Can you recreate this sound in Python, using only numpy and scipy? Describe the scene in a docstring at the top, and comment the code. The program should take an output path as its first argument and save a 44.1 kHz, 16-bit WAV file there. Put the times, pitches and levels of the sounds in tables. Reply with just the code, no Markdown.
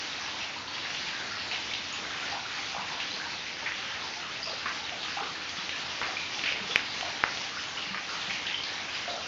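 """In a cave, a small stream runs over rocks, heard through a microphone that loses the highest treble.
Countless small bubbles and fine spray make the rush. Larger bubbles gulp as their trapped air rings,
drips from the roof slap on wet stone, and a few dull thuds sound underneath.
The rock walls smear the sounds with echoes.
Two drops land right by the microphone with loud snaps, and the brighter one overloads it."""
import sys
import numpy as np
from scipy import signal
from scipy.fft import rfft, irfft, next_fast_len
from scipy.io import wavfile
from scipy.ndimage import uniform_filter1d

SR = 44100
rng = np.random.default_rng(int(sys.argv[2]) if len(sys.argv) > 2 else 0)


def inscribe(sig):
    """Save sig as 16-bit PCM at rate SR to the path in sys.argv[1].

    A 1-D sig is mono; a 2-D sig holds one channel per row.
    Samples are clipped to [-1, 1] before scaling.
    """
    pcm = np.round(np.clip(np.atleast_2d(sig).T, -1, 1) * 32767)
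    wavfile.write(sys.argv[1], SR, pcm.astype(np.int16))


N = 408807  # length in samples, about 9.3 s

# how strong the rush is from bass to treble: (frequency [Hz], relative level [dB])
RUSH_TONE = [(15, -61.5), (25, -39.5), (82, -7), (220, -4), (310, -6.5), (430, -6), (780, -5), (1100, -3),
             (1700, -1.5), (2600, -0.5), (4800, -4), (7000, -5.5)]
# hollow notes at which the cave rings: (pitch [Hz], width [Hz], boost [dB])
CAVE_NOTES = [(92.2, 18, 6.5), (200, 22, -0.5), (298, 45, 5.5), (808, 99, 4)]
def rush(level_db=-35.5, patch_db=2.0, swell_db=1.4, churn_hz=700):
    """Distant water blends into a steady wash whose bright part churns in shifting patches."""
    frames, hz = N // 512 + 5, np.fft.rfftfreq(2048, 1 / SR)
    real, imag, patches = rng.standard_normal((3, frames, len(hz)))  # noise over time and frequency
    patches = uniform_filter1d(patches, size=7, axis=0)
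    patches = unit_level(uniform_filter1d(patches, size=60, axis=1))
    swell = unit_level(uniform_filter1d(rng.standard_normal(frames), size=20))[:, None]
    hollow = sum(db / (1 + (2 * (hz - pitch) / width) ** 2) for pitch, width, db in CAVE_NOTES)
    churn = hz / (hz + churn_hz) * (patch_db * patches + swell_db * swell)
    spectrum = (real + 1j * imag) * gain_of(look_up(RUSH_TONE, hz) + hollow + churn)
    wash = signal.istft(spectrum.T, nperseg=2048, noverlap=1536)[1][:N]
    return gain_of(level_db) * unit_level(wash)


# how loud the faintest small bubbles are at each pitch: (pitch [Hz], level [dB])
SMALL_BUBBLES = [(300, -70), (550, -58), (800, -51), (1400, -50), (2600, -41), (4000, -42), (6500, -43.5)]
def babble(per_s=190, spread_db=3.0, cycles=4.46, rise=0.055, wet_db=3):
    """Small bubbles of many sizes ring at eight shallow spots, each with its own echoes."""
    spots = np.zeros((8, N))
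    draws = rng.random((6000, 4))[:int(per_s * N / SR)]
    for k, (when, size, force, life) in enumerate(draws):
        hz = 300 + 6200 * size ** 1.6
        db = look_up(SMALL_BUBBLES, hz) + spread_db * min(-np.log(force), 3)  # a few stand out
        ring = gain_of(db) * bubble(hz, cycles * (.5 + life), rise)
        add(spots[k % len(spots)], when * N / SR, ring)
    return sum(spot + gain_of(wet_db) * cave_echo(spot)[:N] for spot in spots)


# the loudest gulps, each a big bubble with a froth of smaller ones:
# (time [s], relative level [dB], pitch [Hz], froth level against the big bubble [dB])
LOUD_GULPS = [ (.562, -34.5, 915, -6), (1.310, -35.5, 1320, 1), (1.713, -29, 2160, -12),
              (1.926, -24.5, 6580, -13), (2.105, -36.5, 1250, 0.5), (2.225, -31.5, 1375, -7),
              (2.323, -31, 762, -2), (2.454, -33, 1330, -5), (2.746, -30, 810, -0.5),
              (3.110, -29, 3950, -7), (3.199, -31.5, 1560, -7), (4.230, -35, 1320, -5),
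              (4.430, -26, 4740, -3), (4.472, -37, 618, -0.5), (4.658, -30, 1064, -5),
              (4.920, -35, 687, -15), (5.170, -27.5, 764, -4), (5.217, -37, 401, -11),
              (5.242, -31, 1194, -5), (6.085, -35.5, 693, -7), (6.169, -24.5, 2330, -15),
              (6.515, -39, 517, -4), (6.695, -38, 440, -9), (6.710, -25, 3310, -14),
              (7.026, -29.5, 710, -7.5), (7.570, -31, 1380, -8), (7.773, -28.5, 2840, -4),
              (8.091, -33.5, 1330, -4), (8.298, -29.5, 2110, -3), (8.544, -22.5, 3020, -10.5),
              (9.078, -29.5, 655, -7), (9.160, -32, 687, -8)]
def gulps(level_db=-1):
    """Large bubbles plop where the water folds over stones."""
    out = np.zeros(N)
    for s, db, hz, froth_db in LOUD_GULPS:
        plop = gain_of(db + level_db) * gulp(hz, froth_db)
        add(out, s, plop)
        add(out, s, cave_echo(plop))
    return out


def gulp(hz, froth_db=-7, froth_s=.066, count=7):
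    """One large bubble plops and sheds a string of others, some near its pitch and some well above."""
    smallness = (hz / 1000) ** .45
    cycles, rise = 4.8 * smallness, .045 / smallness  # smaller bubbles ring more cycles and climb less
    plop = np.zeros(SR // 4)
    add(plop, 0, bubble(hz, cycles, rise))
    for k, (late, size) in enumerate(rng.random((count, 2))):
        shed_hz = max(hz - 150, hz / 2) + 850 * size ** 1.36
        add(plop, froth_s * (k + late) / count, gain_of(froth_db) * bubble(shed_hz, cycles * 0.53, rise))
    return plop


# drops landing on wet stone: (time [s], strength of the hit [dB], pitch [Hz], distance [m])
ROOF_DRIPS = [ (.851, -17.5, 1760, 3.6), (.948, -18.5, 3020, 2.2), (1.513, -13.5, 2720, 8),
              (1.543, -17.5, 2570, 3), (1.736, -14, 3600, 4.5), (3.001, -13.5, 2880, 6),
              (3.661, -10.5, 2000, 7.9), (4.658, -12, 1690, 5.1), (4.8944, -27, 2620, 0.8),
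              (5.031, -17, 3100, 2.8), (5.494, -22, 4700, 1.6), (5.693, -17.5, 2580, 1.7),
              (6.015, -12.5, 1300, 2.6), (6.030, -14, 1950, 5), (6.393, -18.5, 2700, 2.2),
              (6.438, -11, 2340, 3.4), (6.459, -10, 2720, 4.9), (6.5231, -15.5, 2550, 1.9),
              (6.7591, -12, 2325, 0.57), (7.010, -20, 2830, 1.05), (7.2385, -11, 1540, 0.6),
              (7.373, -19.5, 3140, 1.6), (7.9456, -15, 1670, 2.9), (8.217, -15.5, 3000, 4.5),
              (8.307, -15.5, 2330, 2.8), (8.467, -11, 3100, 6.5), (8.636, -13, 4200, 4)]
def drips(bright_hz=2260, echo_distance_m=1.5, spatter_db=-5, rebound_s=0.001224,
          crack_db=-15, thump_db=-15):
    """Drops fall from the roof: far ones are mostly spatter and echo, near ones a dry snap."""
    out = np.zeros(N)
    for s, db, hz, distance_m in ROOF_DRIPS:
        # higher-pitched drips carry a stronger low thump; lower ones are duller and last fewer cycles
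        brightness = np.clip((hz / bright_hz) ** 1.8, .5, 1)
        cycles = 0.91 * brightness
        crack = gain_of(crack_db) * slap(2.3 * hz, 2 * cycles)
        hit = gain_of(db) * (slap(hz, cycles) + crack)
        thump = gain_of(db + thump_db) * brightness ** 2 * slap(hz=496, cycles=.23)
        nearness = echo_distance_m / distance_m  # 1 where the hit is as strong as its echo
        add(out, s, nearness * (hit + thump))
        # droplets thrown up by the hit land all around just after it, so distance weakens them less
        droplets = signal.fftconvolve(hit, spatter(length_s=0.002))
        add(out, s + rebound_s, nearness ** 0.14 * gain_of(spatter_db) * droplets)
        add(out, s, cave_echo(hit))
    return out


def spray(per_s=130, level_db=-39, spread_db=3.0, wet_db=1):
    """Fine droplets patter back onto water and rock."""
    pitches = np.geomspace(1600, 6000, num=8)
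    out = np.zeros(N)
    for hz in pitches:
        landings = rng.random(N) < per_s / len(pitches) / SR
        strength = gain_of(level_db + spread_db * np.minimum(rng.exponential(1, N), 3.5))
        out += signal.oaconvolve(landings * strength, slap(hz, cycles=0.64))[:N]
    return out + gain_of(wet_db) * cave_echo(out)[:N]


def splashes(per_s=22, level_db=-35, spread_db=-5.7, length_s=0.012, wet_db=2):
    """Little waves break on stones, each in a short hiss."""
    out = np.zeros(N)
    for k, (late, size, force) in enumerate(rng.random((400, 3))[:int(per_s * N / SR)]):
        burst = signal.fftconvolve(slap(hz=1500 + 3500 * size, cycles=0.57), spatter(length_s))
        db = level_db + spread_db * min(-np.log(force), 3)
        add(out, (k + 2 * late - 1) / per_s, gain_of(db) * burst)
    return out + gain_of(wet_db) * cave_echo(out)[:N]


def gurgle(per_s=3.5, level_db=-39.5, db_per_octave=4, low_hz=850, high_hz=1700, wet_db=1):
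    """Fainter gulps keep coming at a loose pace; the deep ones are the softest."""
    out = np.zeros(N)
    for k, (late, size) in enumerate(rng.random((100, 2))[:int(per_s * N / SR)]):
        hz = low_hz * (high_hz / low_hz) ** size
        db = level_db + db_per_octave * np.log2(hz / 1000)
        add(out, (k + late) / per_s, gain_of(db) * gulp(hz))
    return out + gain_of(wet_db) * cave_echo(out)[:N]


# soft, low bumps: (time [s], relative level [dB])
LOW_THUDS = [(2.78, -45.5), (5.58, -46), (6.609, -38.5), (7.871, -45), (7.908, -41), (8.28, -43)]
def thuds(hz=186, level_db=-1, wet_db=-2):
    """Dull bumps boom briefly under the rush."""
    out = np.zeros(N)
    for s, db in LOW_THUDS:
        add(out, s, gain_of(db + level_db) * bubble(hz, cycles=1.5, rise=0))
    return out + gain_of(wet_db) * cave_echo(out)[:N]


# how long the cave's echo lasts: (frequency [Hz], time to fade by 60 dB [s])
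ECHO_TIMES = [(150, 0.71), (800, 0.36), (2500, 0.56), (7000, 0.51)]
def cave_echo(sound, early_db=-6, gap_s=.003, early_s=.06):
    """Near walls give a few separate echoes; the rest blur into a fading tail."""
    t = np.arange(SR // 2) / SR
    noise = rng.standard_normal(len(t)) * (t > gap_s)
    hz, frame_s, spectrum = signal.stft(noise, SR, nperseg=256)
    fade = gain_of(-60 * frame_s / look_up(ECHO_TIMES, hz)[:, None])
    tail = signal.istft(spectrum * fade, SR, nperseg=256)[1][:len(t)]
    walls = np.zeros(len(t))
    for place, strength in rng.random((12, 2)):
        add(walls, gap_s + early_s * place, np.array([2 * strength - 1]))
    echo = tail / np.linalg.norm(tail) + gain_of(early_db) * walls / np.linalg.norm(walls)
    return signal.oaconvolve(sound, echo / np.linalg.norm(echo))


def bubble(hz, cycles, rise, onset=0.41):
    """A trapped pocket of air rings, and its pitch climbs as it nears the surface."""
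    # each time `cycles` cycles go by, age grows by 1 and the pitch climbs by the fraction `rise`
    age = np.arange(int(6 * cycles / hz * SR)) * hz / (cycles * SR)
    swing = (1 - np.exp(-age / onset)) * np.exp(-age)
    return swing / swing.max() * np.sin(2 * np.pi * cycles * (age + rise * age ** 2 / 2))


def slap(hz, cycles):
    """A landing drop gives the air a quick push that swells for `cycles` cycles and dies away."""
    turns = np.arange(1024) * hz / SR
    age = turns / cycles
    return -(age * np.exp(1 - age)) ** 2 * np.sin(2 * np.pi * turns)


def spatter(length_s):
    """Many tiny hits blur into a fading burst of noise."""
    t = np.arange(int(4 * length_s * SR)) / SR
    burst = rng.standard_normal(len(t)) * np.exp(-t / length_s)
    return burst / np.linalg.norm(burst)


def gain_of(db):
    """Turns decibels into a number to multiply by."""
    return 10 ** (np.asarray(db) / 20)


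def unit_level(x):
    """Scales a signal so its average power is 1."""
    return x / np.sqrt(np.mean(x ** 2) + 1e-20)


def look_up(table, hz):
    """Reads between the rows of a table, with octaves evenly spaced."""
    row_hz, value = np.transpose(table)
    return np.interp(np.log(hz + 1), np.log(row_hz + 1), value)


def add(mix, s, sound):
    """Mixes a sound in, starting at s seconds."""
    part = mix[max(round(s * SR), 0):][:len(sound)]
    part += sound[:len(part)]


def scene():
    """All the water, heard at one point."""
    return (rush() + babble() + spray() + splashes() + gurgle() + gulps() + drips() + thuds())[None]


# how well the microphone picks up the treble: (frequency [Hz], gain [dB])
MIC_TREBLE = [(4800, 1.5), (6000, -2), (6800, -9), (7400, -20.5), (7900, -49.5), (8800, -40), (9400, -76.5)]
def record(dry, overload_level=.71, top_hz=16200):
    """The microphone loses the high treble and clips the loudest snap; sound above top_hz is then cut."""
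    size = next_fast_len(N + SR)
    response = gain_of(look_up(MIC_TREBLE, np.fft.rfftfreq(size, 1 / SR)))
    dulled = irfft(rfft(dry, size) * response, size)[:, :N]
    clipped = np.clip(dulled, -overload_level, overload_level)
    low_pass = signal.firwin(511, top_hz, window=("kaiser", 9), fs=SR)
    return signal.oaconvolve(clipped, low_pass[None], "same")


dry = scene()
out = record(dry)
inscribe(out)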